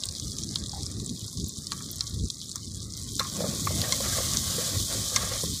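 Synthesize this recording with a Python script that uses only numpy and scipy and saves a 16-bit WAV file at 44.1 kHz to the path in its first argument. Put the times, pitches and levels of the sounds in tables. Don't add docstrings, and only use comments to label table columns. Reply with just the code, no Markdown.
import sys
import numpy as np
from scipy import signal
from scipy.fft import rfft, irfft, next_fast_len
from scipy.io import wavfile
from scipy.ndimage import uniform_filter1d

SR = 44100
rng = np.random.default_rng(int(sys.argv[2]) if len(sys.argv) > 2 else 0)


def voltage_ratio(level):
    return 10 ** (np.asarray(level, float) / 20)


def put_to_file(sound):
    columns = np.atleast_2d(sound).T
    safe = np.clip(columns, -1, 1)
    whole_steps = np.round(safe * 32767)
    wavfile.write(sys.argv[1], SR, whole_steps.astype(np.int16))


N = 246959


# t/s, sizzle level/dB
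FRYING_VIGOUR = [(0.0, -45.5), (0.2, -40.5), (0.5, -42.5), (1.2, -43.5), (1.75, -42.5), (2.3, -44),
                 (2.92, -44.5), (3.1, -40.5), (3.5, -35.5), (3.87, -32), (4.0, -30), (4.31, -29),
                 (4.68, -30), (5.15, -31), (5.6, -34.5)]
# f/Hz, level/dB (per Hz)
SIZZLE_COLOUR = [(1300, -54), (2830, -17), (3030, -3), (3470, 0.5), (4030, 1.5), (4320, 1.5), (7090, 2),
                 (9790, -5.5), (11500, -13), (15000, -28), (22000, -120)]
# f/Hz, level/dB (per Hz)
SPRAY_COLOUR = [(6350, -44), (10800, -8), (14500, 2), (15500, 4)]


def frying():
    sizzle_db, = in_time(FRYING_VIGOUR)
    lead_s = 0.1
    ahead_db = np.pad(sizzle_db, (0, N), "edge")[int(lead_s * SR):][:N]
    calm_db, calm_spray_db, spray_db_per_db = -40, -59.5, 1.21
    spray_db = calm_spray_db + spray_db_per_db * (ahead_db - calm_db) + 1.0 * drift(3.3)

    flicker = voltage_ratio(1.9 * drift(28))
    hiss = rms_one(grains(9000 * flicker, spread_db=2.0))
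    clicks = grains(900 * flicker, spread_db=5.5)
    crackle = rms_one(bubbles(clicks, 2940, 11200, cycles=4.3, count=14))
    share = 0.9 * voltage_ratio(-0.8 * (sizzle_db + 43))
    both = (hiss + share * crackle) / np.hypot(1, share)

    sizzle = rms_one(coloured(both, SIZZLE_COLOUR))
    spray = rms_one(coloured(both, SPRAY_COLOUR))
    bright = rms_one(signal.lfilter([1, -1], [1], sizzle))
    bared = np.clip(0.019 * (sizzle_db + 42.5), 0, 1)
    sizzle = sizzle + bared * (bright - sizzle)
    return voltage_ratio(sizzle_db + 1.0) * sizzle + voltage_ratio(spray_db) * spray


# t/s, peak level/dB, f/Hz
RESTING_POPS = [(0.037, -13, 3760), (0.0562, -17.5, 8700), (0.0884, -16.5, 4600), (0.1987, -19.5, 6230),
                (0.319, -20, 4500), (0.386, -16.5, 6200), (0.436, -17, 6050), (0.491, -19, 4930),
                (0.5585, -10.5, 3850), (0.639, -20, 3670), (0.6614, -20.5, 3640), (0.695, -19, 5100),
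                (0.8325, -19, 5200), (0.865, -17.5, 5240), (1.0003, -22.5, 3960), (1.0627, -20, 7700),
                (1.094, -19.5, 4010), (1.3746, -22.5, 4870), (1.4437, -19.5, 6800), (1.494, -19, 7060),
                (1.67, -17, 5100), (1.72, -14, 4460), (1.731, -25, 6500), (2.0086, -9, 4280),
                (2.0775, -22, 4500), (2.3023, -14.5, 4020), (2.4155, -21, 4150), (2.5157, -20.5, 4130),
                (2.5584, -16, 5800), (2.9375, -21, 5270)]
# t/s, peak level/dB, f/Hz
BLADE_TICKS = [(3.195, -14, 4200), (3.2315, -23, 6600), (3.27, -27, 6360), (3.312, -38, 5600),
               (3.367, -20, 6860), (3.5975, -18, 7100), (3.8169, -10.5, 4500), (3.9239, -7.5, 3540),
               (4.3361, -15, 6750), (4.3717, -8.5, 6330), (4.6795, -31, 4530), (5.1614, -7.5, 6000),
               (5.165, -21, 4270), (5.3364, -16.5, 5400), (5.4136, -21, 5650)]
# t/s, peak level/dB
FLUNG_DROPS = [(0.0545, -23), (0.19, -35), (1.484, -21.5), (1.9134, -18), (1.9245, -35), (1.9614, -29),
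               (2.557, -27), (2.9725, -27), (3.1946, -18), (3.6541, -21), (3.8156, -18), (3.922, -34),
               (4.2443, -32), (4.348, -23), (4.459, -25), (5.1626, -20)]


def pops():
    out, tops = np.zeros(N + 800), np.zeros(N + 800)
    t = np.arange(-200, 600) / SR
    after, before = np.maximum(t, 0), np.minimum(t, 0)
    tone_shape = np.exp(before / 0.000053 - after / 0.00039)
    fizz_shape = np.exp(before / 0.001 - after / 0.00033)
    drop_shape = np.exp(before / 0.00048 - after / 0.00068)
    for s, db, hz in RESTING_POPS + BLADE_TICKS + small_pops():
        at = max(round(s * SR) - 8, 0)
        tone = np.sin(2 * np.pi * hz * t) * tone_shape
        fizz = 0.45 * rng.standard_normal(800) * fizz_shape
        out[at:at + 800] += voltage_ratio(db + 2.5) * (tone + fizz)
    for s, db in FLUNG_DROPS:
        at = round(s * SR) + 15
        tops[at:at + 800] += voltage_ratio(db - 1.5) * rng.standard_normal(800) * drop_shape
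    out, tops = out[200:N + 200], tops[200:N + 200]

    bright = steep(steep(out, 3370, "high"), 9400, "low")
    bright = bright + steep(tops + voltage_ratio(-24.0) * out, 10100, "high")
    thump = pot_wall(np.abs(out), patchy_db=7.0)
    return in_pot(bright) + voltage_ratio(-75.0) * steep(thump, 990, "high")


FAVOURED_PITCHES = [3850, 4600, 4860, 5560, 6850]


def small_pops():
    count, until_s, fade_db_per_s, detune = 210, 3.3, 2.1, 0.061
    when, size, pick, tune = rng.random((count, 4)).T
    s = until_s * when ** 1.25
    db = -27.5 + 1.5 * (2 * np.log(size + 0.028) + 1) - fade_db_per_s * s
    favoured = np.array(FAVOURED_PITCHES)[(pick * len(FAVOURED_PITCHES)).astype(int)]
    hz = favoured * (1 + detune * (2 * tune - 1))
    lead_s = np.array(RESTING_POPS)[:, 0] - s[:, None]
    just_before = ((lead_s > 0) & (lead_s < 0.014)).any(axis=1)
    return list(zip(s, np.where(just_before, -90, db), hz))


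# t/s (delay), level/dB
POT_ECHOES = [(.0012, -92), (.0024, -12.5), (.0036, -11)]


def in_pot(x):
    return x + sum(voltage_ratio(db) * np.pad(x, (round(s * SR), 0))[:N] for s, db in POT_ECHOES)


# t/s, peak level/dB, f/Hz, fall by 60 dB/s, wall clatter level/dB
WALL_TAPS = [(0.556, -37, 1064, 0.046, -45), (0.733, -28.5, 820, 0.052, -88),
             (0.753, -36.5, 803, 0.21, -79), (0.777, -32, 774, 0.041, -77),
             (1.7185, -28.5, 1144, 0.074, -49.5), (1.805, -37, 1110, 0.05, -47.5),
             (2.005, -43.5, 1130, 0.29, -47), (2.554, -43.5, 1064, 0.12, -42.5),
             (3.195, -16.5, 1370, 0.025, -73), (3.202, -25, 1070, 0.11, -44),
             (3.244, -40.5, 1020, 0.19, -38.5), (3.6705, -16, 1126, 0.037, -52.5),
             (3.838, -28, 1850, 0.088, -58), (3.922, -24, 2120, 0.065, -46.5),
             (4.124, -31.5, 1607, 0.13, -63), (5.1612, -17, 2088, 0.051, -51)]
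# t/s, peak level/dB, f/Hz, fall by 60 dB/s
BOTTOM_THUDS = [(3.2, -23, 520, 0.042), (3.387, -31, 500, 0.29), (3.405, -17.5, 557, 0.039),
                (3.42, -29, 628, 0.14), (3.436, -21, 556, 0.14), (3.462, -21, 540, 0.037),
                (3.536, -25, 490, .037), (3.706, -23.5, 604, 0.039), (4.003, -20.5, 545, 0.045),
                (4.169, -24, 523, 0.039), (4.183, -19, 554, .039), (4.203, -20, 540, .035),
                (4.583, -18.5, 488, 0.06), (4.61, -23, 557, 0.03), (5.116, -37.5, 510, 0.25),
                (5.232, -23, 520, .052), (5.317, -24.5, 527, 0.043), (5.4347, -21, 514, 0.042)]


def knocks():
    out, blows = np.zeros(N + 6000), np.zeros(N + 6000)
    t = np.arange(6000) / SR
    thud_clatter_db = -60
    for s, db, hz, t60, clatter_db in WALL_TAPS + [(*thud, thud_clatter_db) for thud in BOTTOM_THUDS]:
        at = round(s * SR)
        fade = voltage_ratio(db - 60 * t / max(t60, 0.01))
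        rattle = rng.standard_normal(6000)
        near_pitch = signal.butter(2, [hz / 1.3, hz * 1.2], "band", fs=SR, output="sos")
        rough = rms_one(signal.sosfilt(near_pitch, rattle))
        onset = 1 - np.exp(-t / 0.00051)
        out[at:at + 6000] += fade * onset * (0.59 * np.sin(2 * np.pi * hz * t) + 0.29 * rough)
        first_touch = 1 + 0.74 * np.exp(-t / 0.00013)
        blows[at:at + 6000] += fade * rattle * voltage_ratio(clatter_db) * first_touch
    clatter = pot_wall(blows[:N], patchy_db=-1.5, count=7)
    return steep(out[:N], 3500, "low") + steep(clatter, 850, "high")


# f/Hz, width/Hz, level/dB
WALL_RINGS = [(1070, 85, 4), (1181, 160, 3.5), (1410, 220, -6), (1607, 74, -7.5), (1902, 160, -11),
              (2120, 83, -5.5), (2250, 740, -4), (2950, 185, -2.5)]


def pot_wall(blows, patchy_db, count=8):
    return body(blows, WALL_RINGS[:count], patchy_db)


# t/s, peak level/dB, fall by 60 dB/s
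BLADE_CLANKS = [
    (3.1953, -16, 0.034),
    (3.2445, -28, 0.024),
    (3.9235, -19.5, 0.031),
    (5.161, -12, 0.035),
]
# f/Hz, width/Hz, level/dB
BLADE_RINGS = [(3600, 110, 3), (4127, 85, 1.5), (4500, 65, -2.5), (5300, 220, 2), (5990, 170, 3),
               (6540, 200, -2), (7200, 1200, -2)]


def clanks():
    chatter, t = np.zeros(N + 4000), np.arange(4000) / SR
    first_touch = 1 + 0.59 * np.exp(-t / 0.00062)
    for s, db, t60 in BLADE_CLANKS:
        fade = voltage_ratio(db - 60 * t / max(t60, 0.01))
        chatter[round(s * SR):][:4000] += fade * rng.standard_normal(4000) * first_touch
    return voltage_ratio(-48) * steep(body(chatter[:N], BLADE_RINGS, patchy_db=3.0), 2160, "high")


# f/Hz, width/Hz, level/dB
AIR_RINGS = [(474, 110, -1), (525, 83, 4.5), (678, 190, -1), (919, 32, -12)]


def drag():
    air_gain, wall_gain = pressure()
    slips = grains(2500 * voltage_ratio(3 * drift(20)), spread_db=-0.5)
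    hollow = steep(steep(body(slips, AIR_RINGS, patchy_db=-1.0), 338, "high"), 1300, "low")
    wall = steep(steep(pot_wall(slips, patchy_db=2.6), 1237, "high"), 2630, "low")
    return voltage_ratio(0.5) * (air_gain * rms_one(hollow) + wall_gain * rms_one(wall))


# t/s, level/dB
POT_SIMMER = [(0.0, -59.5), (0.3, -65.5), (0.6, -60.5), (1.4, -66), (1.87, -61), (2.4, -67.5),
              (3.05, -62.5), (3.4, -76), (5.3, -61), (5.6, -59)]
# start t/s, length/s, level/dB, air against walls level/dB
BLADE_STROKES = [
    (3.364, 0.16, -50, 1),
    (3.582, 0.14, -51.5, -3.5),
    (3.782, 0.14, -45, 2),
    (4.048, 0.3, -42, -5.5),
    (4.484, .27, -43.5, -3),
    (4.906, 0.097, -45.5, -0.5),
    (5.139, 0.21, -43.5, -2),
]


def pressure():
    t = np.arange(N) / SR
    simmer_db, = in_time(POT_SIMMER)
    wall = voltage_ratio(simmer_db)
    air = wall * voltage_ratio(1 - 2 * t)
    rise_s, fall_s = 0.06, 0.07
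    for s, length, db, air_db in BLADE_STROKES:
        edges = np.minimum((t - s) / rise_s, (s + length - t) / fall_s)
        shape = voltage_ratio(db) * np.exp(np.minimum(0, edges))
        air, wall = np.hypot(air, shape * voltage_ratio(air_db)), np.hypot(wall, shape)
    return air, wall


# f/Hz, level/dB (per Hz)
FLAME_COLOUR = [(15, -59), (25, -27), (49, -5.5), (102, 5.5), (179, -7), (218, -8.5), (435, -22.5),
                (480, -30.5), (620, -52), (1060, -120)]


def flames():
    billow, flap = gusts()
    lumps = coloured(rng.standard_normal(N) * voltage_ratio(1.43 * drift(32)), FLAME_COLOUR)
    flap = flap * voltage_ratio(1.2 * drift(9))
    deep, quick = steep(lumps, 113.0, "low"), steep(lumps, 146.4, "high")
    return billow * evened(deep) + flap * evened(quick)


# centre t/s, peak level/dB, length/s, flapping against billow level/dB
FLAME_GUSTS = [(0.095, -39, 0.057, -10.5), (0.263, -35.5, 0.087, -5), (0.46, -41.5, 0.2, 2),
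               (0.636, -38, 0.071, -1.5), (0.814, -38, 0.18, -3.5), (0.97, -36.5, 0.072, -2),
               (1.022, -34, 0.023, -0.5), (1.11, -43.5, 0.078, 7.5), (1.245, -37, 0.034, -5),
               (1.42, -32.5, 0.081, -2.5), (1.59, -42, 0.025, 3), (1.79, -47, 0.23, 3.5),
               (2.043, -41.5, 0.19, -21), (2.175, -31, .07, -6), (2.234, -26.5, 0.047, -7),
               (2.783, -40, 0.31, -8), (3.13, -40, 0.28, -2), (3.458, -41, 0.16, 7),
               (3.645, -35.5, 0.14, -1.5), (3.78, -31, 0.15, -2.5), (4.13, -35.5, 0.29, -2),
               (4.364, -37.5, 0.14, 2.5), (4.48, -33, 0.042, -24), (4.57, -42, 0.15, 4),
               (4.779, -30.5, 0.1, -4.5), (4.988, -35, 0.11, -3), (5.21, -36, 0.12, -2.5),
               (5.336, -37.5, 0.11, -10), (5.45, -47, 0.028, 13), (5.502, -35, 0.088, -3.5)]


def gusts():
    t = np.arange(N) / SR
    billow, flap = voltage_ratio(-52.5) ** 2, voltage_ratio(-48.5) ** 2
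    for s, db, length, flap_db in FLAME_GUSTS:
        swell = voltage_ratio(db) ** 2 * np.exp(-(2 * (t - s) / length) ** 2)
        billow, flap = billow + swell, flap + swell * voltage_ratio(flap_db) ** 2
    return np.sqrt(billow), np.sqrt(flap)


def evened(x):
    steadiness, over_s = 0.65, 0.05
    strength = np.sqrt(uniform_filter1d(rms_one(x) ** 2, size=int(over_s * SR)) + 0.01)
    return rms_one(x / strength ** steadiness)


def rms_one(x):
    return x / np.sqrt(np.mean(x ** 2) + 1e-20)


def in_time(rows):
    s, *columns = np.transpose(rows)
    return [np.interp(np.arange(N) / SR, s, c) for c in columns]


def drift(rate):
    r = np.exp(-80 * np.pi * rate / SR)
    slow = signal.lfilter([1], [1, -2 * r, r * r], rng.standard_normal(N // 40 + 2002))[2000:]
    return np.interp(np.arange(N) / 40, np.arange(len(slow)), rms_one(slow))


def coloured(x, spectrum):
    hz, level_db = np.transpose(spectrum)
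    size = next_fast_len(N)
    grid = np.maximum(np.arange(size // 2 + 1) * SR / size, 1)
    gain = voltage_ratio(np.interp(np.log(grid), np.log(hz), level_db, -90, -90))
    return irfft(rfft(x, size) * gain, size)[:N]


def ring(x, hz, width):
    r, w = np.exp(-np.pi * width / SR), 2 * np.pi * hz / SR
    return signal.lfilter([0, np.sin(w)], [1, -2 * r * np.cos(w), r * r], x + 1e-18)


def grains(per_s, spread_db):
    sizes = voltage_ratio(spread_db * np.minimum(rng.exponential(1, N), 3.5)) * rng.choice([-1, 1], N)
    return sizes * (rng.random(N) < per_s / SR)


def bubbles(clicks, low_hz, high_hz, cycles, count):
    dealt = rng.integers(0, count, N)
    out = np.zeros(N)
    for k, hz in enumerate(np.geomspace(low_hz, high_hz, count)):
        out += ring(clicks * (dealt == k), hz, hz / cycles) * hz / low_hz
    return out


def body(x, modes, patchy_db):
    out = np.zeros(N)
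    for k, (hz, width, db) in enumerate(modes):
        gain = (-1) ** k * voltage_ratio(db + patchy_db * drift(4.3))
        out += gain * ring(x, hz, width) * np.sqrt(width)
    return out


def steep(x, hz, kind):
    return signal.sosfilt(signal.butter(6, hz, kind, fs=SR, output="sos"), x)


def scene():
    return (frying() + pops() + knocks() + clanks() + drag() + flames()) * np.ones((2, 1))


# f/Hz, level/dB (per band)
MUTING_LEVEL = [(450, -126), (700, -97), (1100, -76), (1900, -77.5), (2500, -75.5), (2800, -62.5),
                (3250, -59.5), (4200, -65), (10000, -82), (11300, -70), (13500, -84), (15600, -75)]


def muted(x):
    hz, _, spec = signal.stft(x, SR, nperseg=2048, noverlap=1536)
    bands = spec[:1024].reshape(128, 8, -1)
    power = uniform_filter1d(np.sum(np.abs(bands) ** 2, axis=1), size=3, axis=1) + 1e-15
    waver_db = 5.5 * uniform_filter1d(rng.standard_normal(power.shape), size=5, axis=1)
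    limit_db = np.interp(hz[4:1024:8], *np.transpose(MUTING_LEVEL), -150, -150)[:, None]
    limit_db = limit_db + 0.3 * (10 * np.log10(power.sum(0)) + 38)
    under_db = limit_db + waver_db - 10 * np.log10(power)
    shut = 1 / (1 + np.exp(-np.clip(under_db / 0.7, -30, 30)))
    spec[:1024] = (bands * voltage_ratio(-16 * shut)[:, None]).reshape(1024, -1)
    return signal.istft(spec, SR, nperseg=2048, noverlap=1536)[1][:N]


def band_limit(x):
    return signal.sosfilt(signal.butter(12, 16520, fs=SR, output="sos"), x)


def record(dry):
    top_cut = signal.cheby2(16, 70, 15950, fs=SR, output="sos")
    mix = signal.sosfilt(top_cut, muted(dry[0])) * np.ones((2, 1))
    return band_limit(mix)


dry = scene()
out = record(dry)
put_to_file(out)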